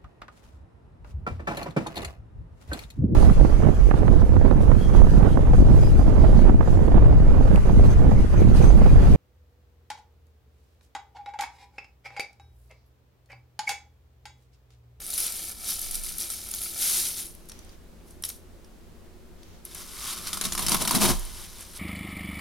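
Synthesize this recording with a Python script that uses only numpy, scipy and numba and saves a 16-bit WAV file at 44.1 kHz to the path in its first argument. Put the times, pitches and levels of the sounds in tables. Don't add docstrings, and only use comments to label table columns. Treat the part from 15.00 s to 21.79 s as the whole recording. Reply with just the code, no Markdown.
import sys
import numpy as np
from scipy import signal
from scipy.fft import rfft, irfft, next_fast_len
from scipy.io import wavfile
from scipy.ndimage import uniform_filter1d
from numba import njit

SR = 44100
rng = np.random.default_rng(int(sys.argv[2]) if len(sys.argv) > 2 else 0)


def int16_out(signal):
    q = np.round(np.clip(np.atleast_2d(signal).T, -1, 1) * 32767)
    wavfile.write(sys.argv[1], SR, q.astype(np.int16))


N = 299439
T = np.arange(N) / SR
TOP_HZ = 16000


def undb(db):
    return 10 ** (np.asarray(db) / 20)


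def fader(points):
    return undb(np.interp(T, *np.transpose(points), left=-140, right=-140))


def swells(table, fall_db_per_s):
    power = 0
    for peak_s, rise_s, hold_s, db in table:
        attack = np.exp(np.minimum(T - peak_s, 0) / max(rise_s, .001))
        fall_db = fall_db_per_s * np.clip(T - peak_s - hold_s, 0, 1)
        power = power + (attack * undb(db - fall_db)) ** 2
    return np.sqrt(power)


def unit(x):
    return x / np.sqrt(np.mean(x ** 2))


def colour(x, points, size=1024):
    hz, db = np.transpose(points)
    grid_hz = np.maximum(np.fft.rfftfreq(size, 1 / SR), 1)
    gain = undb(np.interp(np.log(grid_hz), np.log(hz), db))
    cepstrum = irfft(np.log(gain))
    cepstrum[1:size // 2] *= 2
    cepstrum[size // 2 + 1:] = 0
    taps = irfft(np.exp(rfft(cepstrum)))
    return signal.oaconvolve(x, taps[None] / np.linalg.norm(taps))[:, :N]


def ring(x, hz, width_hz):
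    radius = np.exp(-np.pi * width_hz / SR)
    gain = [np.sqrt(2 * (1 - radius ** 2))]
    if np.ndim(hz) == 0:
        return signal.lfilter(gain, [1, -radius * np.exp(2j * np.pi * hz / SR)], x)
    turn = np.exp(2j * np.pi * np.cumsum(hz) / SR)
    return turn * signal.lfilter(gain, [1, -radius], x / turn)


def steep_ring(x, hz, stage_width_hz):
    once = ring(x, hz, stage_width_hz).real
    return unit(ring(once, hz, stage_width_hz).real)


def body(x, modes):
    return unit(sum(undb(db) * ring(x, hz, width).real for hz, width, db in modes)) * np.std(x)


@njit
def add_rings(out, start, omega, decay, size, lag):
    for k in range(len(start)):
        pole = np.exp(1j * omega[k] - 1 / decay[k])
        for c in range(2):
            z = size[k, c] * 2 / np.sqrt(decay[k]) * np.exp(1j * lag[k] * (c - .5))
            for i in range(start[k], min(start[k] + int(6 * decay[k]), out.shape[1])):
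                out[c, i] += z.imag
                z *= pole


# pitch_hz, left_lag_rad, scatter_rad, left_minus_right_db
FLAKE_IMAGE = [(0, 0.37, .05, 7.5), (2500, 0, 0.038, -0.5), (4200, 0, 0.067, -0.1), (5500, 0, 0.056, 1.5),
               (7600, 0.4, 1.4, 4), (9400, 0.15, 0.2, -2.5), (11500, 0.8, 0.3, 3), (14000, 0.9, 0.78, 0)]
def flakes(times, sizes, hz=None, ring_s=.00045, ring_spread=1.0):
    damping, place, side = rng.standard_normal((len(times), 3)).T
    if hz is None:
        hz = rng.uniform(0, TOP_HZ, len(times))
    decay = SR * ring_s * np.exp(ring_spread * np.clip(damping, -2, 2))
    image_hz, *columns = np.transpose(FLAKE_IMAGE)
    lag, scatter, left_db = (np.interp(hz, image_hz, column) for column in columns)
    pan = undb(np.outer(left_db + 4 * side * scatter, [.5, -.5]))
    start = np.clip(times * SR, 0, N - 1).astype(np.int64)
    out = np.zeros((2, N))
    add_rings(out, start, 2 * np.pi * hz / SR, decay, sizes[:, None] * pan, lag + scatter * place)
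    return out


def rustle(per_s, scatter_db, ring_s, scrape_s, dulling=0, edges=3, free_ring_hz=10000):
    when, chance = rng.random((int(per_s * N / SR), 2)).T
    sizes = undb(-scatter_db * np.log(chance + .004))
    times = when[:, None] * N / SR + scrape_s * rng.exponential(1, (len(when), edges))
    hz = rng.uniform(0, TOP_HZ, times.size)
    freedom = np.clip(hz / free_ring_hz, .3, 1) ** dulling
    contacts = flakes(times.ravel(), np.repeat(sizes, edges), hz, ring_s=ring_s * freedom)
    power = uniform_filter1d(np.mean(contacts ** 2, axis=0), size=1500)
    return contacts / np.sqrt(power + 1e-12)


# time_s, level_db
TRICKLE_FADER = [(0, -41), (.08, -37.5), (.52, -36.5), (.54, -47.5), (.66, -37), (1.0, -42.5),
                 (1.75, -37.5), (2.22, -39), (2.31, -60), (2.43, -64.5), (2.76, -76)]
# peak_s, rise_s, hold_s, level_db
SLIDE_CUES = [(.14, 0.029, 0.012, -32), (.18, .008, 0.068, -28.5), (.36, 0.015, 0.011, -35.5),
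              (.69, 0.03, 0.018, -27.5), (.81, .02, 0.047, -35.5), (.945, 0.03, 0.0059, -33),
              (1.04, 0.0066, 0.057, -35.5), (1.2, 0.014, 0.017, -30.5), (1.305, 0.0043, 0.016, -33.5),
              (1.545, .02, 0.061, -38.5), (1.622, 0.015, 0.023, -34), (1.82, 0.031, .18, -24),
              (2.06, 0.034, 0.012, -29), (2.18, .02, 0.011, -32.5), (3.08, 0.024, 0.026, -58)]
# peak_s, rise_s, hold_s, level_db
BOUNCE_CUES = [(3.245, 0.0043, .008, -35.5), (3.288, 0.0062, 0.0093, -38.5), (3.35, .02, .01, -53)]
# peak_s, rise_s, hold_s, level_db
LIP_RUB_CUES = [(.17, .03, .12, -37), (1.47, .03, 0.19, -40)]
# pitch_hz, width_hz, gain_db
JUG_MODES = [(738, 105, -2), (1328, 70, -0.5), (1760, 60, -3.5), (2278, 61, 1), (3680, 40, -5),
             (4900, 19, 3), (6648, 30, -24), (7050, 20, -8)]
# freq_hz, gain_db
LOOSE_EQ = [(150, -36), (350, -15), (500, -24), (750, -19), (950, -19.5), (1900, -16), (2800, -12.5),
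            (3700, -7.5), (5800, -6), (7400, -9.5), (9600, -2), (11200, -2.5), (13200, -7.5), (16000, -17)]
def pour(glass_db=-16.5, patter_db=-31):
    moving = np.hypot(fader(TRICKLE_FADER), swells(SLIDE_CUES, fall_db_per_s=162))
    loudness = undb(-1) * moving + swells(BOUNCE_CUES, fall_db_per_s=450)
    rush = np.clip(loudness / undb(-27), .45, .9)
    tinkle = rustle(per_s=900, scatter_db=2.2, ring_s=.0016, scrape_s=.0016, dulling=2)
    slide = rustle(per_s=7000, scatter_db=.5, ring_s=.00074, scrape_s=.002, dulling=1)
    flow = loudness * (np.sqrt(1 - rush) * tinkle + np.sqrt(rush) * slide)
    hits = rng.random(N) < 90 / SR
    knocks = unit(hits * undb(3 * rng.standard_normal(N)))
    in_jug = np.minimum(loudness, undb(-37)) * np.interp(T, [1.7, 1.9], [1, .3])
    on_glass = np.hypot(in_jug, swells(LIP_RUB_CUES, fall_db_per_s=162))
    patter = counter_thud(undb(patter_db) * moving * rng.standard_normal(N))
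    return colour(flow, LOOSE_EQ) + patter + undb(glass_db) * body(knocks * on_glass, JUG_MODES)


# pitch_hz, width_hz, gain_db, left_lag_rad, left_minus_right_db
SLAB_MODES = [(100, 10, 0, 2.95, -0.5), (155.5, 13, -13.5, .4, -3), (199, 37, 2, 1.4, 5.5),
              (236, 22, -7.5, 1.76, -3), (293, 36, -13.5, .3, -8), (336, 27, -11.5, 0.55, -6),
              (386, 51, -16, 2.2, 0), (648, 180, -7.5, 0.68, 0.5)]
def counter_thud(force):
    half = np.array([[.5], [-.5]])
    thud = 0
    for hz, width, db, lag, left_db in SLAB_MODES:
        mode = unit((ring(force, hz, width) * np.exp(-1j * lag * half)).real)
        thud = thud + undb(db + left_db * half) * mode
    band = signal.butter(2, [85, 900], "band", fs=SR, output="sos")
    return unit(signal.sosfilt(band, thud)) * np.std(force)


# freq_hz, gain_db
VENT_EQ = [(18, -1), (30, 0), (60, -3), (95, -15), (125, -16), (170, -13), (280, -16.5), (400, -17.5),
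           (530, -18.5), (750, -24), (1000, -26.5), (2400, -33), (10000, -39), (16000, -42.5)]
# pitch_hz, stage_half_width_hz, level_db
DRONE_BANDS = [(48.3, 7.4, -60), (85.57, 1.85, -57.5), (167.2, 7.7, -64.5), (224, 18.5, -62.5),
               (351.2, 30, -61)]
# time_s, gain_db
DRONE_FADER = [(0, -4), (1.3, -2.5), (2.1, 0.5), (3.1, -0.5), (4.4, 1.5), (6.8, -2.5)]
def kitchen_hum(vent_db=-50, side_db=-3):
    mid, side = colour(rng.standard_normal((2, N)), VENT_EQ, size=8192)
    side = side - .046 * signal.sosfilt(signal.butter(1, 700, fs=SR, output="sos"), side)
    vent = mid + undb(side_db) * side * np.array([[1], [-1]])
    noise = rng.standard_normal(N)
    drone = sum(undb(db) * steep_ring(noise, hz, 2 * half_width) for hz, half_width, db in DRONE_BANDS)
    return undb(vent_db) * vent + drone * fader(DRONE_FADER)


# start_s, level_db, pitch_hz
TICK_CUES = [(0.066, -31.5, 9400), (0.104, -27, 10460), (.138, -27, 10600), (.179, -22, 10100),
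             (.2023, -22, 10800), (.266, -25, 10500), (.323, -28.5, 9600), (.438, -30, 10000),
             (0.4847, -34, 11200), (.686, -34, 9500), (0.704, -27, 11800), (0.793, -29, 11800),
             (.816, -28, 11500), (0.9108, -26, 10800), (0.945, -27.5, 10600), (.9538, -26.5, 8330),
             (1.0362, -30.5, 10300), (1.183, -24.5, 11800), (1.2032, -30, 10200), (1.3023, -28, 8370),
             (1.338, -31, 10500), (1.4885, -35, 11500), (1.514, -28.5, 9000), (1.539, -29, 6640),
             (1.5484, -27, 14500), (1.6326, -31, 12100), (1.6454, -31, 12800), (1.777, -30.5, 10600),
             (2.054, -28.5, 6440), (2.267, -37, 11100), (2.3504, -45, 12800), (2.456, -54, 11500),
             (2.4875, -40, 10600), (2.4968, -38, 5770), (2.518, -39.5, 5570), (2.591, -44.5, 5960),
             (2.648, -53, 8750), (2.6934, -52, 4700), (3.1085, -50, 9400), (3.2238, -36, 11200),
             (3.238, -25, 5620), (3.251, -26.5, 10000), (3.29, -30.5, 12300), (3.301, -35.5, 5700),
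             (3.646, -53.5, 5500), (4.432, -48.5, 4400), (4.652, -33, 11230), (4.748, -33, 11400),
             (5.5233, -26, 7070), (5.6937, -19, 10400), (6.194, -35, 11500), (6.251, -38, 9450),
             (6.6076, -40, 10500), (6.7606, -39.5, 8300), (6.775, -41, 10600)]
# pitch_hz, width_hz, gain_db
CLACK_MODES = [(1125, 480, -5), (1810, 360, -11), (3600, 250, -1.5), (4400, 400, 0)]
def ticks(edge_spread_hz=3000, chatter_s=.0012, lead_s=.0012, contacts=24):
    start_s, db, hz = np.transpose(TICK_CUES)
    size = undb(db) * np.sqrt(SR * .003)
    times = (start_s[:, None] - lead_s + chatter_s * rng.gamma(2, 1, (len(hz), contacts))).ravel()
    contact_size = np.repeat(size, contacts) / np.sqrt(contacts)
    edges_hz = np.repeat(hz, contacts) + edge_spread_hz * rng.standard_normal(len(times))
    chatter = flakes(times, contact_size, np.clip(edges_hz, 1500, TOP_HZ), ring_s=.0003)
    bulk = np.clip((10000 - hz) / 4500, 0, 1)
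    knocks = flakes(times, contact_size * np.repeat(bulk, contacts), ring_s=.00025)
    tone = flakes(start_s, size, hz, ring_s=.0021, ring_spread=.48)
    return undb(-3) * (tone + colour(chatter, LOOSE_EQ)) + undb(-9) * body(knocks, CLACK_MODES)


# peak_s, rise_s, hold_s, level_db
ROCK_CUES = [(.92, .1, .08, -37.5), (5.52, 0.16, .3, -39.5), (6.13, .12, 0.03, -26)]
def counter_rocking(hz=26, side_db=-1):
    band = signal.butter(3, [hz * .69, hz * 1.255], "band", fs=SR, output="sos")
    rumble = signal.sosfilt(band, rng.standard_normal((2, N)))
    sway = signal.hilbert(rumble, next_fast_len(N))[:, :N]
    mid, side = unit(sway.real / np.sqrt(abs(sway)))
    stereo = (mid + undb(side_db) * side * np.array([[1], [-1]])) / np.sqrt(2)
    return swells(ROCK_CUES, fall_db_per_s=83) * stereo


def swishes(skid_db=-54.5, glove_db=-60):
    skid = np.interp(T, [2.49, 2.51, 2.6, 2.68, 2.73, 2.77], [.33, .9, .7, .58, .77, .031])
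    reach = np.interp(T, [4.35, 4.45, 4.56, 4.65], [0, 1, 1, 0])
    swish_eq = [(1200, -5.5), (3500, -4), (5000, -6), (6100, -3), (8000, -14.5)]
    swish = colour(rng.standard_normal((2, N)), swish_eq)
    return (undb(skid_db) * skid + undb(glove_db) * reach) * swish


# time_s, force_0_to_1
PALM_FORCE = [(4.62, 0), (5.0, 0.38), (5.4, 0.62), (5.7, 0.77), (5.97, 1), (6.12, 0.94), (6.19, 0.56),
              (6.45, 0.18), (6.79, 0)]
# peak_s, rise_s, hold_s, level_db, counter_push_db
CRUMBLE_CUES = [(4.655, .003, .008, -48, 0), (4.76, .02, 0.063, -42.5, 7),
                (5.073, 0.092, 0.059, -32.5, -6.5), (5.172, 0.007, .008, -35.5, -4),
                (5.279, 0.051, 0.014, -35.5, -1), (5.34, 0.0066, 0.0047, -33, 1),
                (5.451, 0.018, 0.01, -32, 3), (5.59, .015, 0.052, -33, 0.5),
                (5.718, 0.026, 0.021, -25.5, 3.5), (5.812, 0.01, 0.0049, -26, 4.5),
                (5.958, 0.03, 0.0063, -23.5, 1.5), (6.015, 0.0093, 0.033, -20, -0.5),
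                (6.092, 0.027, 0.012, -22, 3.5), (6.39, 0.074, 0.06, -43.5, 3),
                (6.61, 0.045, .01, -43.5, 0), (6.758, 0.023, .015, -43, 0)]
# time_s, pitch_hz
POCKET_GLIDE = [(4.9, 1080), (5.35, 1135), (5.6, 1040), (5.85, 1014), (6.0, 1014), (6.2, 1004)]
# freq_hz, gain_db
PRESSED_EQ = [(300, -17), (800, -22), (1500, -7.5), (2400, -7), (3300, -4.5), (3650, -2.5), (4300, -4),
              (5500, -2.5), (7400, -6.5), (9600, -2), (11200, -2.5), (13200, -8.5), (16000, -16.5)]
def crush(touch_s=4.63, close_s=.087, fall_db_per_s=455):
    force = np.interp(T, *np.transpose(PALM_FORCE))
    grip = np.clip((T - touch_s) / close_s, 0, 1)
    steady = grip * undb(-48.5 + 11 * force)
    crumbles = swells([cue[:-1] for cue in CRUMBLE_CUES], fall_db_per_s)
    breaking = np.hypot(steady, crumbles)
    shoves = swells([(*timing, db + push_db) for *timing, db, push_db in CRUMBLE_CUES], fall_db_per_s)
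    fractures, air_push, counter_push = collapses()
    crackle = rustle(per_s=4200, scatter_db=-.4, ring_s=.00041, scrape_s=.001)
    crunch = undb(-1) * colour(crackle * breaking + fractures, PRESSED_EQ)
    air = undb(-15.5 + 7.5 * force) * breaking * rng.standard_normal(N) + undb(-4) * air_push
    pocket_hz = np.interp(T, *np.transpose(POCKET_GLIDE))
    hollow = steep_ring(air, pocket_hz, stage_width_hz=360) * np.std(air)
    load = np.hypot(undb(3) * steady, shoves) * rng.standard_normal(N) + undb(-6) * counter_push
    thud = counter_thud(undb(-23.5 + 22 * force) * load)
    return crunch + hollow * undb([[.6], [-.6]]) + thud


# start_s, level_db, spread_s, pocket_offset_db
COLLAPSE_CUES = [(5.27, -30, 0.002, -14), (5.332, -27, .0016, -4), (5.373, -31, 0.0014, -2),
                 (5.4139, -24, .0006, -7.5), (5.44, -28, 0.0019, -22), (5.452, -23.5, .002, -24),
                 (5.5227, -30.5, .0012, -7), (5.533, -32, .0012, -25), (5.552, -28.5, .0008, -2),
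                 (5.579, -26, .0015, -8), (5.593, -27.5, 0.0019, -0.5), (5.6244, -28, .002, -18),
                 (5.6663, -24, .0012, -17), (5.685, -22, .0009, -6.5), (5.72, -19, 0.0015, -4),
                 (5.7456, -20, .0018, 1), (5.767, -28, .002, -17), (5.821, -24.5, 0.0017, -10),
                 (5.8517, -27, 0.002, 0), (5.877, -20.5, 0.0013, -7), (5.893, -26.5, 0.0016, -22),
                 (5.91, -19.5, 0.0017, 0.5), (5.9506, -20.5, .0018, -9), (6.053, -19.5, 0.002, -2.5)]
def collapses(lead_s=.002, late_share=.25, late_s=.0074, count=70):
    start_s, db, spread_s, pocket_db = np.transpose(COLLAPSE_CUES)
    times = start_s[:, None] - lead_s + spread_s[:, None] * rng.gamma(2, 1, (len(db), count))
    late = rng.random(times.shape) < late_share
    times = (times + late * late_s * rng.exponential(1, times.shape)).ravel()
    size = undb(db) * np.sqrt(SR * .007)
    fractures = flakes(times, np.repeat(size, count) / np.sqrt(count), ring_s=.00024)
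    for low_hz, high_hz in [(3400, 6100), (8500, 11500)]:
        mode_hz = rng.uniform(low_hz, high_hz, len(db))
        fractures += flakes(start_s + lead_s, size * undb(-7) / 2, mode_hz, ring_s=.004, ring_spread=.28)
    air_push, counter_push = np.zeros((2, N))
    for push, strength in [(air_push, size * undb(pocket_db)), (counter_push, size)]:
        kicks = np.repeat(strength, count) * rng.choice([-1, 1], times.size) / np.sqrt(count)
        np.add.at(push, (times * SR).astype(int), kicks)
    return fractures, air_push, counter_push


def room(x, early_db=-14, early_s=.0044, tail_db=-12, t60_s=.31, length=22050):
    t = T[:length]
    early = rng.standard_normal(length) * np.exp(-t / early_s) * (t > .001)
    diffuse = rng.standard_normal((2, length)) + 1.4 * rng.standard_normal(length)
    tail = diffuse * undb(-60 * t / t60_s) * (t > .006)
    echoes = undb(early_db) * early / np.linalg.norm(early)
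    echoes = echoes + undb(tail_db) * tail / np.linalg.norm(tail[0])
    return x + signal.oaconvolve(x, echoes, axes=1)[:, :N]


def scene():
    foley = pour() + ticks() + crush() + swishes()
    return room(foley) + counter_rocking() + kitchen_hum()


def record(dry):
    lowpass = signal.ellip(10, .2, 80, TOP_HZ, fs=SR, output="sos")
    return signal.sosfilt(lowpass, np.tanh(1.254 * dry) / 1.338)


dry = scene()
out = record(dry)
int16_out(out)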